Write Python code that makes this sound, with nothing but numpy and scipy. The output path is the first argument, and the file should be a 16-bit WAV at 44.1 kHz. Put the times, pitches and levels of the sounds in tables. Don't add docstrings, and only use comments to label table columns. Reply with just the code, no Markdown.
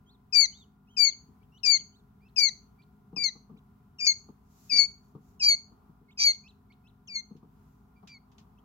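import sys
import numpy as np
from scipy import signal
from scipy.fft import rfft, irfft, next_fast_len
from scipy.io import wavfile
from scipy.ndimage import map_coordinates

SR = 44100
rng = np.random.default_rng(int(sys.argv[2]) if len(sys.argv) > 2 else 0)


def output_pcm(signal):
    pcm = np.clip(np.atleast_2d(signal).T, -1, 1) * 32767
    wavfile.write(sys.argv[1], SR, np.round(pcm).astype(np.int16))


N = 381024


def amp(db):
    return 10 ** (np.asarray(db) / 20)


def unit(x):
    return x / np.sqrt(np.mean(x ** 2) + 1e-20)


def along(points, hz):
    freqs, values = np.transpose(points)
    return np.interp(np.log(hz + 1), np.log(freqs + 1), values)


def wobble(rate, size):
    knots = rng.standard_normal(int(size * rate / SR) + 4)
    return map_coordinates(knots, [np.arange(size) * rate / SR])


def filtered(x, response):
    size = x.shape[-1]
    padded = next_fast_len(size + 8192)
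    return irfft(rfft(x, padded) * response(np.fft.rfftfreq(padded, 1 / SR)), padded)[..., :size]


def noise(spectrum, shape):
    return unit(filtered(rng.standard_normal(shape), lambda hz: amp(along(spectrum, hz))))


def add(track, start, x):
    part = track[..., max(round(start * SR), 0):][..., :x.shape[-1]]
    part += x[..., :part.shape[-1]]


# (frequency [Hz], share [ratio])
PAN_SHARE = [(2200, 1), (4400, 1), (5200, 1), (6600, 0.95), (9000, -.1)]

def placed(x, pan_db, lag_ms):
    side = np.array([[.5], [-.5]])

    def response(hz):
        gain = amp(side * pan_db * along(PAN_SHARE, hz))
        delay = np.exp(2j * np.pi * hz * side * lag_ms / 1000)
        return gain / np.sqrt(np.mean(gain ** 2, axis=0)) * delay
    return filtered(x, response)


# (frequency [Hz], relative level [dB])
AIR_SPECTRUM = [(25, -27.5), (55, -3), (90, -1.5), (220, -5.5), (330, -20), (420, -12), (520, -35),
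                (740, -20.5), (1350, -24), (1700, -34), (3000, -40.5), (9000, -47.5), (14000, -40)]
# (frequency [Hz], correlation [0-1])
AIR_LIKENESS = [(200, .95), (600, 0), (1500, 0), (5000, .1)]
# (frequency [Hz], relative level [dB])
MOTOR_TONES = [(53.8, -69.5), (150.7, -72), (204.6, -66), (253.0, -70.5), (409.1, -80.5), (732.1, -84),
               (1007, -83)]

def fan(air_db=-61.5, hum_db=-1, whine_hz=1409, whine_db=-84):
    def mid_side(hz):
        angle = np.arccos(along(AIR_LIKENESS, hz)) / 2
        return np.array([np.cos(angle), np.sin(angle)])
    mid, side = filtered(noise(AIR_SPECTRUM, (2, N)), mid_side)
    air = np.array([mid + side, mid - side]) * amp(air_db + wobble(5, N))
    t, hum = np.arange(N) / SR, np.zeros(N)
    for hz, db in MOTOR_TONES:
        peak = np.sqrt(2) * amp(db + hum_db + .89 * wobble(2.5, N))
        hum += peak * np.sin(2 * np.pi * hz * t + .9 * wobble(12, N))
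    whine = np.sin(2 * np.pi * whine_hz * t) + .5 * np.sin(2 * np.pi * (whine_hz + 1) * t + .5)
    return (air + hum + amp(whine_db) * whine) * amp([[.6], [-.6]])


# (frequency [Hz], time to fall 60 dB [s])
ROOM_DECAY = [(2000, 0.22), (4500, 0.25), (6700, 0.28), (10000, .22), (15000, 0.09)]

def echoes(x, box_db=-15, box_t60=.04, room_db=-24.5, treble_db=5):
    hz, t, bands = signal.stft(rng.standard_normal((2, SR // 2)), SR, nperseg=256)
    tail = signal.istft(bands * amp(-60 * t / along(ROOM_DECAY, hz)[:, None]), SR, nperseg=256)[1]
    t = np.arange(tail.shape[1]) / SR
    walls = rng.standard_normal(tail.shape) * amp(-60 * t / box_t60) * (t > .002)
    tail *= 1 - np.exp(-t / .061)
    answer = amp(box_db) * walls / np.linalg.norm(walls[0])
    answer += amp(room_db) * tail / np.linalg.norm(tail[0])
    answer = filtered(answer, lambda hz: amp(treble_db / (1 + (10000 / (hz + 1)) ** 16)))
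    return signal.fftconvolve(x[None], answer, axes=1)[:, :N]


# (frequency [Hz], relative level [dB])
TOWEL_SPECTRUM = [(200, -27.5), (500, -7.5), (750, 3.5), (1200, 4), (1700, -28.5), (5000, -28.5),
                  (9000, -47.5)]
# (frequency [Hz], relative level [dB])
HISS_SPECTRUM = [(1500, -8.5), (3500, -7.5), (7000, 2.5), (8800, -15), (12000, -2), (15000, -6.5)]
# (time [s], level [dB])
RUB_LEVELS = [(0, -80), (5, -77.5), (5.7, -73), (6.5, -77.5), (7.7, -78), (8.4, -71.5)]
# (time [s], half length [s], level [dB])
DOWN_BRUSHES = [(4.677, 0.15, -64.5), (5.073, 0.066, -78.5), (5.288, .07, -74.5), (7.703, 0.17, -83)]

def huddle():
    t = np.arange(N) / SR
    brush = sum(amp(db) * np.exp(-((t - at) / half) ** 2) for at, half, db in DOWN_BRUSHES)
    rub = amp(np.interp(t, *np.transpose(RUB_LEVELS)) + 1.5 * wobble(10, N))
    down = brush * amp(wobble(70, N)) * noise(HISS_SPECTRUM, (2, N))
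    return down + rub * noise(TOWEL_SPECTRUM, (2, N))


# (frequency [Hz], width [Hz], relative level [dB])
FLOOR_MODES = [(150, 82, 0), (217, 79, 3.5), (453, 66, -5.5)]
# (time [s], relative level [dB], scuff offset [dB])
FOOTFALLS = [(1.287, -45, -36), (1.799, -48.5, -16), (3.128, -35.5, -19), (3.163, -34.5, -11),
             (3.353, -44, -8), (3.495, -41, -13.5), (3.519, -40.5, -28), (3.557, -48.5, -23),
             (4.287, -40, -11.5), (4.727, -40, -19), (5.15, -35, -15), (5.713, -48.5, -19),
             (5.893, -42.5, -16.5), (6.013, -48, -34), (7.306, -37, -22), (7.348, -39.5, -24.5),
             (7.427, -41.5, -14.5), (8.028, -44.5, -5.5)]
# (time [s], level [dB])
CLAW_TICKS = [(7.365, -71), (8.073, -52), (8.316, -68.5), (8.381, -58)]
# (frequency [Hz], relative level [dB])
CLAW_SPECTRUM = [(600, -20), (1200, -12), (3000, -2), (6800, -6.5), (8500, -25), (15000, -27.5)]

def feet(thump_db=-3.5, scuff_db=-6, thump_t60=.11, scuff_t60=.14, tick_t60=.13):
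    def floor(hz):
        return sum((-1) ** k * amp(db) * 1j * hz * width / (mode ** 2 - hz ** 2 + 1j * hz * width)
                   for k, (mode, width, db) in enumerate(FLOOR_MODES))
    out, t = np.zeros((2, N)), np.arange(SR // 4) / SR
    for start, db, offset_db in FOOTFALLS:
        push = noise([(400, 2.5), (1500, -34), (4000, -46.5)], len(t)) * amp(-60 * t / thump_t60)
        thump = filtered(push, floor)
        add(out, start, amp(db + thump_db) * placed(thump / np.abs(thump).max(), pan_db=3.7, lag_ms=0))
        scuff = amp(db + offset_db + scuff_db - 60 * t / scuff_t60) * (1 - np.exp(-t / .00087))
        add(out, start, scuff * noise(TOWEL_SPECTRUM, (2, len(t))))
    for start, db in CLAW_TICKS:
        tick = amp(db - 60 * t / tick_t60) * (1 - np.exp(-t / .00091))
        add(out, start, tick * noise(CLAW_SPECTRUM, (2, len(t))))
    return out


# (time [s], rise [s], arch [s], start pitch [Hz], top pitch [Hz], relative level [dB])
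SOFT_CALLS = [(.062, .03, 0.068, 3100, 4298, -64.5), (.52, 0.0078, 0.12, 2880, 3780, -59.5),
              (.872, 0.0092, 0.091, 2600, 3200, -65.5), (1.025, 0.019, 0.093, 2723, 3900, -58),
              (1.41, 0.018, .022, 2228, 3290, -72.5), (1.52, .056, 0.031, 2710, 4400, -64),
              (1.753, 0.009, 0.058, 2550, 3170, -59.5), (1.92, .03, 0.059, 3000, 4350, -66.5),
              (2.205, 0.077, 0.021, 2250, 4400, -69), (2.785, .033, 0.024, 2254, 4550, -67),
              (3.564, 0.008208, .023, 2314, 3850, -69), (6.082, 0.025746, 0.028, 2150, 3820, -62),
              (6.321, 0.0067, .029, 2460, 3997, -63), (6.435, 0.041, 0.04, 2385, 4180, -61),
              (6.7, .022, 0.02121, 2143, 4249, -61), (6.84, .03, 0.038, 2501, 4040, -67),
              (7.958, .012, 0.029, 2262, 2360, -68.5), (8.574, .011, 0.015, 2570, 3310, -72.5)]

def companions(creep_hz_per_s=6000, gain_db=.85, arch_dip_db=3, waver_db=2.5, octave_db=-13):
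    out = np.zeros((2, N))
    for start, rise, arch, start_hz, top_hz, db in SOFT_CALLS:
        t = np.arange(int((rise + arch) * SR)) / SR
        bow = np.sin(np.pi * np.clip((t - rise) / arch, 0, 1))
        creep = start_hz + creep_hz_per_s * np.minimum(t, rise)
        pitch = (creep + (top_hz - creep) * bow) * (1 + .02 * wobble(130, len(t)))
        phase = 2 * np.pi * np.cumsum(pitch) / SR
        level_db = db + gain_db - arch_dip_db * bow + waver_db * wobble(120, len(t))
        swell = np.sqrt(np.abs(np.sin(np.pi * t / t[-1]))) * amp(level_db)
        octave = amp(octave_db) / np.sqrt(1 + (pitch / 3800) ** 20)
        call = swell * (np.sin(phase) + octave * np.sin(2 * phase))
        add(out, start, placed(call, pan_db=rng.normal(1, 3), lag_ms=rng.normal(0, .1)))
    return out


def peep_pitch(t, hz, scoop_hz, droop_hz, lift_hz, sag_hz_per_s=1150):
    length = t[-1]
    scoop = scoop_hz * np.exp(-t / .0148)
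    lift = lift_hz * np.exp(-((t - .46 * length) / .02) ** 2)
    droop = droop_hz * np.exp((t - length) / .0208)
    return hz + scoop - sag_hz_per_s * t + lift - droop


def peep_effort(t, db, swell_db, opening_db, fade_db_per_s=136.5, cutoff_db=14):
    since_open = t - .57 * t[-1]
    closed = 1 / (1 + np.exp(since_open / .0023))
    attack = swell_db * np.exp(-t / .018)
    release = fade_db_per_s * np.maximum(since_open, 0) + cutoff_db * np.exp((t - t[-1]) / .0099)
    return db - attack - opening_db * closed - release, closed


# (frequency [Hz], gain [dB])
THROAT_THIRD = [(6000, 10), (6500, 1.5), (6750, 1), (8000, -6.5)]
# (frequency [Hz], gain [dB])
THROAT_UPPER = [(7900, -51.5), (8500, -45), (9100, -32.5), (9700, -36.5), (10100, -51), (11000, -32),
                (12200, -45), (13200, -38.5), (14500, -45.5), (15500, -43)]

def peep_harmonics(pitch, db, closed, opening_db, third_db, mute_db=10.5, upper_mute_db=1):
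    first = -20 + .65 * db - .15 * opening_db * (1 - closed)
    third = db + third_db - mute_db * closed + along(THROAT_THIRD, 3 * pitch)
    upper = 7.5 + 1.318 * db - upper_mute_db * closed
    return [first, db, third] + [upper + along(THROAT_UPPER, k * pitch) for k in range(4, 8)]


# (time [s], half length [s], roughness [0-1])
VOICE_CRACKS = [(0.352, 0.011, 0.3), (0.994, 0.013, 0.2), (1.665, 0.01196, 0.4), (2.397, .016, 0.4),
                (3.241, 0.0068, .3), (4.009, .008, 0.45), (4.065, .011, 0.5), (4.735, 0.023, 0.2),
                (4.775, .011, 0.4), (5.442, 0.017, 0.5), (6.205, 0.021, 0.7), (6.234, .013, 0.5),
                (8.11, .03, .25)]

def peep_roughness(start, t, clean=.012, onset=.13, settle_s=.011):
    cracks = sum(depth * np.exp(-((start + t - at) / half) ** 2) for at, half, depth in VOICE_CRACKS)
    return clean + onset * np.exp(-t / settle_s) + cracks


# (frequency [Hz], relative level [dB])
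RASP_SPECTRUM = [(800, -55), (1200, -26), (1800, -30.5), (3500, -20), (4400, -13.5), (5800, -3),
                 (7000, -13), (8200, -32), (11000, -30.5), (15500, -41)]

def peep(t, pitch, levels, rough, jitter=.0041, crack_jitter=.022, rasp_db=-10.5, fizz_db=-45):
    size = len(t)
    pitch = pitch * (1 + jitter * wobble(260, size) + crack_jitter * rough * wobble(1800, size))
    phase = 2 * np.pi * np.cumsum(pitch) / SR
    tone = np.zeros(size)
    for k, db in enumerate(levels, 1):
        flutter_db = (1.51 if k < 4 else 3) * wobble(140, size)
        tone += np.sqrt(2) * amp(db + flutter_db) * np.sin(k * phase)
    sputter = (1 + rough * np.tanh(wobble(650, size))) / np.sqrt(1 + 2 * rough ** 2)
    slip = phase / 2 + 1.1 * wobble(300, size)
    halves = 1.05 * np.sin(2 * phase + slip) + .08 * np.sin(phase + slip) + .05 * np.sin(slip)
    halves *= np.tanh(2 * wobble(300, size))
    spurts = unit(amp(2 * np.tanh(wobble(400, size))))
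    rasp = amp(rasp_db) * spurts * noise(RASP_SPECTRUM, size) * (1 + .8 * np.sin(slip / 2))
    fizz = amp(fizz_db) * noise(HISS_SPECTRUM, size)
    edges = np.sin(np.pi / 2 * np.clip(np.minimum(t, t[-1] - t) / .006, 0, 1)) ** 2
    return edges * (tone * sputter + amp(levels[1]) * (rough * (halves + rasp) + fizz))


# (time [s], length [s], pitch [Hz], scoop [Hz], droop [Hz], lift [Hz],
# level [dB], attack swell [dB], gain as the beak opens [dB], third harmonic offset [dB],
# left over right [dB], lag at the right microphone [ms])
LOUD_PEEPS = [(0.324, 0.14, 2380, 257.0, 281.0, -2.0, -16.0, 20.5, -0.5, -9, 12.5, 0.67),
              (0.965, 0.14, 2356, 315.5, 146.0, 17.0, -18.0, 23.5, -1.5, -7.0, 14.5, 0.68),
              (1.631, 0.15, 2371, 516.0, 172.5, 26.0, -17.0, 23, 1, -7.5, 15, 0.68),
              (2.359, 0.14, 2364, 425, 280.0, -2.0, -18.0, 19.5, 0, -11.0, 12.0, 0.5),
              (3.16, 0.14, 2317, 495.3, 233.0, 87.5, -21.5, 8.0, 8, -12.5, 11.0, 0.47),
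              (3.983, 0.15, 2341, 691, 93.0, 158.0, -16.5, 32.5, 10.0, -8.5, 7.5, -0.14),
              (4.693, 0.17, 2338, 386.0, -140.0, 61.0, -15.5, 29.5, 4.0, -16, 11, 0.04),
              (5.394, 0.162, 2360, 671.8, 63.0, 84.5, -15, 38.0, 4, -13.5, 3.0, -0.27),
              (6.172, 0.154, 2349, 290.5, 111.0, 42.0, -16.0, 35.0, 3.5, -14.5, 3.5, -0.28),
              (7.071, 0.14, 2267, 1344.0, 42.0, 99.0, -29.5, 17.0, 13.5, -11.5, 5.5, -0.17),
              (8.076, 0.11, 2287.0, 356.0, 21, 113.0, -54, 20, -1.5, -19, 0.0, -0.02)]

def near_chick():
    at_beak, at_mics = np.zeros(N), np.zeros((2, N))
    for (start, length, hz, scoop_hz, droop_hz, lift_hz,
         db, swell_db, opening_db, third_db, pan_db, lag_ms) in LOUD_PEEPS:
        t = np.arange(int(length * SR)) / SR
        pitch = peep_pitch(t, hz, scoop_hz, droop_hz, lift_hz)
        level_db, closed = peep_effort(t, db, swell_db, opening_db)
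        levels = peep_harmonics(pitch, level_db, closed, opening_db, third_db)
        call = peep(t, pitch, levels, peep_roughness(start, t))
        add(at_beak, start, call)
        add(at_mics, start, placed(call, pan_db, lag_ms))
    return at_beak, at_mics


def scene(far_echo_db=9):
    at_beak, at_mics = near_chick()
    steps, twitters = feet(), companions()
    to_walls = at_beak + (steps + amp(far_echo_db) * twitters).mean(axis=0)
    return at_mics + steps + twitters + echoes(to_walls) + huddle() + fan()


def record(dry):
    return filtered(dry, lambda hz: hz < 15830)


dry = scene()
out = record(dry)
output_pcm(out)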